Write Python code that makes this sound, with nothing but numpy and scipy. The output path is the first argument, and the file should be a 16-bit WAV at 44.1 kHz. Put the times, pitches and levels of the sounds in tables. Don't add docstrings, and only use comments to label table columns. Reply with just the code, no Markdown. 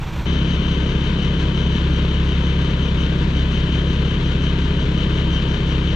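import sys
import numpy as np
from scipy import signal
from scipy.fft import rfft, irfft
from scipy.io import wavfile
from scipy.ndimage import uniform_filter1d

SR = 44100
rng = np.random.default_rng(int(sys.argv[2]) if len(sys.argv) > 2 else 0)


def unload_audio(sound):
    columns = np.transpose(np.atleast_2d(sound))
    steps = np.round(np.clip(columns, -1, 1) * 32767)
    wavfile.write(sys.argv[1], SR, steps.astype(np.int16))


N = 262730
TIME = np.arange(N) / SR
BINS = np.fft.rfftfreq(N, 1 / SR)
CYLINDERS, FIRING_HZ, WHINE_HZ = 6, 33.645, 3054.3

# frequency in Hz, left minus right in dB.
PORT_BALANCE = [(60, 0.5), (100, 1.0), (180, 1.1), (310, 2.1), (550, 7.9), (950, 16.4), (1650, 12.8),
                (2860, 10.8), (4960, 6.2), (8620, 3.1)]
# frequency in Hz, lead of the left in radians.
PORT_LEAD = [(30, 0.028), (150, 0.061), (520, 0.18), (860, -0.57), (1120, -0.45), (1980, -1.3),
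             (3190, -1.22), (4050, -1.1), (5250, 0.33), (6120, -0.0032), (8000, 0.47), (9000, -0.22)]
# frequency in Hz, coherence from 0 to 1.
PORT_COHERENCE = [(100, 0.99), (300, 0.99), (500, 0.94), (800, 0.81), (1500, 0.54), (2500, 0.5),
                  (3500, 0.8), (5100, 0.7), (6000, 0.66), (7000, 0.25), (9000, 0.13)]

# frequency in Hz, rms level in dB.
DRONE_TONES = [(32.3, -32), (64.6, -34.5), (129.2, -39), (323, -45.5)]
# frequency in Hz, relative density in dB.
SPRAY_SPECTRUM = [(30, 11.5), (100, 17.5), (160, 16), (250, 3), (330, 0), (450, 0.5), (700, -5), (960, 0.5),
                  (1250, -4.5), (1430, -1), (1900, -8.5), (2300, -5.5), (3400, -9.5), (3900, -11.5),
                  (4700, -19), (5600, -21), (5900, -16), (6200, -23), (6500, -22), (6800, -22), (7400, -25),
                  (7900, -27), (8300, -28), (8650, -26.5), (9300, -36), (11300, -38), (12800, -39),
                  (14000, -37), (15000, -42)]
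# frequency in Hz, gain on the right in dB.
SPRAY_RIGHT_GAIN = [(30, 2), (10500, 0), (11400, 2), (12200, 16), (13800, 7), (15000, 10)]

# time in seconds, then main tone, upper side tone and octave in relative dB.
WHINE_LEVELS = [(0.3, -40, -39.5, -55), (0.7, -40.5, -39, -56.5), (0.88, -42, -42.5, -58),
                (1.1, -41, -42, -67), (1.25, -39, -42, -59), (1.45, -44, -42, -62), (1.68, -39, -39, -56.5),
                (1.9, -47, -40, -63), (2.15, -43.5, -42, -67), (2.5, -41, -42.5, -59),
                (2.85, -42, -42, -63), (3.4, -41, -42.5, -66), (3.8, -43.5, -38.5, -67),
                (4.1, -43.5, -40, -62), (4.3, -44, -41, -72), (4.75, -45, -40, -74), (5.0, -37.5, -40, -74),
                (5.2, -47, -37.5, -74), (5.38, -44, -34.5, -74), (5.5, -46, -38.5, -76),
                (5.95, -43.5, -39.5, -73)]
SIDE_STEPS = [0, 2, -1, -2, -3, -5, -6.8, -12, 1, 4.2, 2.5, -3.8, 3.4]
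# gain in dB, share from 0 to 1 that follows the upper side tone.
SIDE_WEIGHTS = [(-0.2, 0), (-3.5, 0.93), (-13.5, 0.2), (-15.5, 0.4), (-6.5, 0.3), (-10.5, 1), (-14, 0.5),
                (-15, .5), (-9, 0.5), (-11, .7), (-10, .7), (-10.5, .5), (-15.5, .5)]
# time in seconds, depth from 0 to 1.
SWELL_DEPTH = [(0.3, 0.08), (1.6, 0.17), (2.2, 0.4), (2.6, 0.23), (3.7, 0.44), (4.5, 0.25), (5.2, 0.07),
               (5.9, 0.35)]
# time in seconds, half length in seconds, change in dB.
SLIPS = [(0.468, .015, -5), (0.517, .025, 2), (0.575, .015, -6), (1.125, 0.025, -7), (1.797, .025, 1),
         (1.89, 0.035, -3), (2.245, .015, -9), (2.37, .02, -5), (2.942, .03, -9), (3.16, 0.055, -10.5),
         (3.285, 0.046, -12), (3.4, 0.024, 1), (4.213, .025, -6), (4.36, 0.025, 0), (4.47, 0.03, 3.5),
         (4.56, 0.022, -1), (4.91, .05, -11), (5.386, .025, 1.5), (5.787, 0.023, -6)]
# frequency in Hz, relative density in dB.
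RASP_SPECTRUM = [(3800, -30), (4400, -5), (5200, -9), (5600, -4), (5850, -3.5), (6030, 0.5), (6200, -3.5),
                 (6450, -8.5), (7000, -13), (9000, -25.5), (12000, -60)]
# time in seconds, gain in dB.
CHIRP_GAIN = [(0.3, 0), (1.5, -3), (2.6, -3), (3.4, -.7), (4.4, -0.5), (5.9, 0.5)]
# time in seconds, extra gain in dB.
CHIRP_ACCENTS = [(1.75, 5), (1.95, 5), (3.01, 3), (3.56, 3), (3.9, 1.5), (4.27, 2), (4.44, 4.5), (5.335, 6),
                 (5.51, 3), (5.69, 4)]

# time in seconds, firing rate lost in Hz (gained if negative).
LOAD_CHANGES = [(1.341, -.129), (3.136, .345), (5.64, .139)]
# strength of one cylinder's burst in dB, in firing order.
CYLINDER_DB = [0.95, 0.25, 0.28, 0.18, 0.24, 0.84]
# frequency in Hz, relative density in dB.
CLATTER_SPECTRUM = [(500, -9.5), (700, -9.5), (800, -7), (850, -9.5), (890, -2), (935, 1), (965, -0.5),
                    (1000, 2), (1045, -2.5), (1090, -1.5), (1150, -3.5), (1200, -0.2), (1300, -2.9),
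                    (1400, -2.5), (1435, 0), (1470, -2), (1520, 0), (1620, -0.9), (1750, -2), (1930, -6),
                    (2000, -3), (2100, -4.5), (2250, -3.5), (2450, -4.5), (2680, -2.5), (2800, -3.5),
                    (3270, -3.5), (3480, -3), (3900, -5.5), (4400, -12), (5100, -19.5), (6000, -19),
                    (7000, -24), (9500, -40.5), (11300, -47.5), (12700, -50), (14000, -60), (15000, -62.5)]
# frequency in Hz, relative density in dB.
RUMBLE_SPECTRUM = [(10, -20.5), (25, -13), (40, -3.5), (65, 2.5), (100, -4), (125, -1), (152, -2.5),
                   (190, -6.5), (230, -17), (400, -71.5)]
# frequency in Hz, relative density in dB.
BODY_SPECTRUM = [(100, -39), (170, -11), (205, -3), (260, -5.5), (277, -9), (312, -4), (345, -11),
                 (375, -8), (402, -12.5), (440, -11.5), (520, -17), (600, -21), (640, -20), (690, -25.5),
                 (800, -31.5), (1200, -71), (4000, -110)]
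# time in seconds, gain in dB.
BODY_GAIN = [(0.3, 0.5), (1.3, 1), (2.0, 0.4), (2.5, -0.9), (3.2, 0.5), (3.8, -0.5), (4.4, -0.5), (4.9, .5),
             (5.9, .5)]
# order as a multiple of the six-firing cycle's rate, level in dB.
EXHAUST_ORDERS = [(6, -26.5), (12, -22.5), (14, -40), (18, -38), (19, -47), (20, -41.5), (21, -43),
                  (24, -26), (26, -41.5), (27, -36.5), (30, -25.5), (32, -45.5), (36, -38), (38, -43.5),
                  (41, -44), (42, -45), (44, -47.5), (46, -50), (48, -42.5), (56, -47), (64, -48),
                  (68, -50.5), (74, -42), (86, -47.5), (92, -51.5), (104, -52), (114, -56), (168, -60),
                  (178, -59)]
# time in seconds, gain in dB.
BOOM_GAIN = [(0.3, -0.22), (1.4, -0.75), (2.0, 1.4), (2.6, 1.5), (2.9, -0.83), (3.3, 1.3), (3.9, 0.67),
             (4.2, -.6), (5.9, -.7)]


def from_db(db):
    return 10 ** (np.asarray(db) / 20)


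def unit(x):
    return x / np.sqrt(np.mean(np.abs(x) ** 2) + 1e-20)


def across(points):
    hz, value = np.transpose(points)
    return np.interp(np.log(BINS + 1), np.log(hz + 1), value)


def along(rows, column=1):
    rows = np.asarray(rows)
    return np.interp(TIME, rows[:, 0], rows[:, column])


def bump(when, half_s):
    return np.exp(-((TIME - when) / half_s) ** 2)


def coloured(x, spectrum):
    return unit(irfft(rfft(x) * from_db(across(spectrum)), N))


def drift(rate_hz):
    return unit(irfft(rfft(rng.standard_normal(N)) * np.exp(-(BINS / rate_hz) ** 2), N))


def ports(direct, diffuse=None):
    ratio = from_db(across(PORT_BALANCE)) * np.exp(1j * across(PORT_LEAD))
    left = right = rfft(direct)
    if diffuse is not None:
        coherence = np.clip(across(PORT_COHERENCE), 0, 1)
        right = coherence * left + np.sqrt(1 - coherence ** 2) * rfft(diffuse)
    return irfft(np.array([ratio * left, right]) * 2 / np.abs(1 + ratio), N)


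def firing_count(slowing_hz_per_s=0.0265, first_firing=0.162):
    rate = FIRING_HZ - slowing_hz_per_s * TIME
    for when, lost_hz in LOAD_CHANGES:
        rate -= lost_hz * bump(when, half_s=0.2)
    return np.cumsum(rate) / SR - first_firing


def bursts(firings, depth, decay, lead):
    turn = firings + lead
    strength = from_db(CYLINDER_DB)[np.floor(turn).astype(int) % CYLINDERS]
    return uniform_filter1d(strength * (1 + depth * np.exp(-(turn % 1) / decay)), size=40)


def cyclic_noise(firings, repeat):
    size = round(SR * CYLINDERS / FIRING_HZ)
    position = firings / CYLINDERS * size
    pattern = np.interp(position, np.arange(size), rng.standard_normal(size), period=size)
    return np.sqrt(repeat) * pattern + np.sqrt(1 - repeat) * rng.standard_normal(N)


def steadied(x, share=0.7):
    power = np.abs(uniform_filter1d(x ** 2, size=2600)) + 1e-12
    return unit(x / power ** (share / 2))


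def distant_drone():
    return sum(np.sqrt(2) * from_db(db) * np.cos(2 * np.pi * hz * TIME) for hz, db in DRONE_TONES)


def thud(when=0.192, hz=54, level_db=-15):
    return from_db(level_db) * bump(when, half_s=0.0099) * np.sin(2 * np.pi * hz * (TIME - when))


def hose(level_db=-27.5, flutter_db=1.0, width_db=-22):
    jet, spread = (coloured(rng.standard_normal(N) * from_db(flutter_db * drift(51)), SPRAY_SPECTRUM)
                   for _ in range(2))
    left, right = jet + from_db(width_db) * np.array([spread, -spread])
    right = irfft(rfft(right) * from_db(across(SPRAY_RIGHT_GAIN)), N)
    return from_db(level_db) * np.array([left, right])


def slip_db():
    return sum(db * bump(when, half_s) for when, half_s, db in SLIPS)


def whine_octave(firings, chirp_hz=5990, sag_hz=200, jitter_hz=110, chirp_db=-57.5, rasp_db=-57):
    age = (firings / CYLINDERS + 0.1 + 0.5) % 1 - 0.5
    waver = unit(1 + 0.3 * (drift(24) + 1j * drift(24)))
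    harmonic = unit((waver * np.exp(2j * np.pi * 2 * WHINE_HZ * TIME)).real)
    harmonic *= from_db(along(WHINE_LEVELS, column=3)) * (1 + 0.23 * np.cos(2 * np.pi * age))
    hz = chirp_hz - sag_hz * age + jitter_hz * drift(150)
    chirp = from_db(chirp_db) * unit(np.sin(2 * np.pi * np.cumsum(hz) / SR))
    rasp = from_db(rasp_db) * coloured(rng.standard_normal(N), RASP_SPECTRUM)
    accent_db = sum(db * bump(when, half_s=0.03) for when, db in CHIRP_ACCENTS)
    swell = np.exp(-np.abs(age / 0.32) ** 3) * from_db(along(CHIRP_GAIN) + accent_db)
    return ports(from_db(0.5 * slip_db()) * (harmonic + swell * (chirp + rasp)))


def whine(firings, gain_db=0.45, main_lead_cycles=0.26):
    main_db, upper_db = along(WHINE_LEVELS, column=1), along(WHINE_LEVELS, column=2)
    depth, cycles = along(SWELL_DEPTH), firings / CYLINDERS
    main_swell = 1 + depth * np.cos(2 * np.pi * (cycles + main_lead_cycles))
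    side_swell = 1 + depth * np.cos(2 * np.pi * cycles)
    shake = firings - 0.11
    squeal = np.zeros(N)
    for step, (db, share) in zip(SIDE_STEPS, SIDE_WEIGHTS):
        phase = WHINE_HZ * TIME + step * shake + 0.13 * step ** 2
        roughness = 0.7 if abs(step) > 2 else 0.1
        waver = unit(1 + roughness * (drift(24) + 1j * drift(6.6)))
        level = from_db(db + main_db + share * (upper_db - main_db))
        swell = side_swell if step else main_swell
        squeal += np.sqrt(2) * level * swell * (waver * np.exp(2j * np.pi * phase)).real
    return ports(from_db(gain_db + slip_db()) * squeal)


def clatter(firings, level_db=-33.5, flutter_db=0.6):
    knocks = bursts(firings, depth=0.42, decay=0.23, lead=0.19) * from_db(flutter_db * drift(23))
    rattle = [coloured(knocks * cyclic_noise(firings, repeat=0.28), CLATTER_SPECTRUM) for _ in range(2)]
    return from_db(level_db) * ports(*rattle)


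def rumble(firings, deep_db=-27.5, body_db=-28.5):
    puffs = bursts(firings, depth=0.87, decay=0.4, lead=0.33)

    def gas(spectrum, repeat):
        pair = [steadied(coloured(puffs * cyclic_noise(firings, repeat), spectrum)) for _ in range(2)]
        return ports(*pair)

    deep = from_db(deep_db) * gas(RUMBLE_SPECTRUM, repeat=0.28)
    body = from_db(body_db + along(BODY_GAIN)) * gas(BODY_SPECTRUM, repeat=0.23)
    return deep + body


def exhaust(firings, boom_order=12, notch_order=18, pipe_lag=0.07, jitter=0.0064):
    turn = firings - pipe_lag + jitter * drift(11.5)
    note = np.zeros(N)
    for order, db in EXHAUST_ORDERS:
        multiple = order / CYLINDERS
        if order % CYLINDERS:
            phase, unsteadiness = rng.random(), 0.24
        else:
            phase, unsteadiness = 0.19 / multiple ** 2, 0.044
        if order == notch_order:
            phase += 0.5
        waver = 1 + unsteadiness * (drift(3.6) + 1j * drift(5.4))
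        level = from_db(db + (along(BOOM_GAIN) if order == boom_order else 0))
        note -= np.sqrt(2) * level * (waver * np.exp(2j * np.pi * (multiple * turn + phase))).real
    return ports(note)


def scene(near_from_s=0.258):
    firings = firing_count()
    engine = exhaust(firings) + rumble(firings) + clatter(firings)
    squeal = whine(firings) + whine_octave(firings)
    by_hose = distant_drone() + thud() + hose()
    near = uniform_filter1d((TIME > near_from_s) * 1.0, size=40)
    return near * (engine + squeal) + (1 - near) * by_hose


def record(dry, cutoff_hz=15050):
    lowpass = signal.firwin(511, cutoff_hz, window=("kaiser", 9), fs=SR)
    return signal.oaconvolve(dry, lowpass[None], "same")


dry = scene()
out = record(dry)
unload_audio(out)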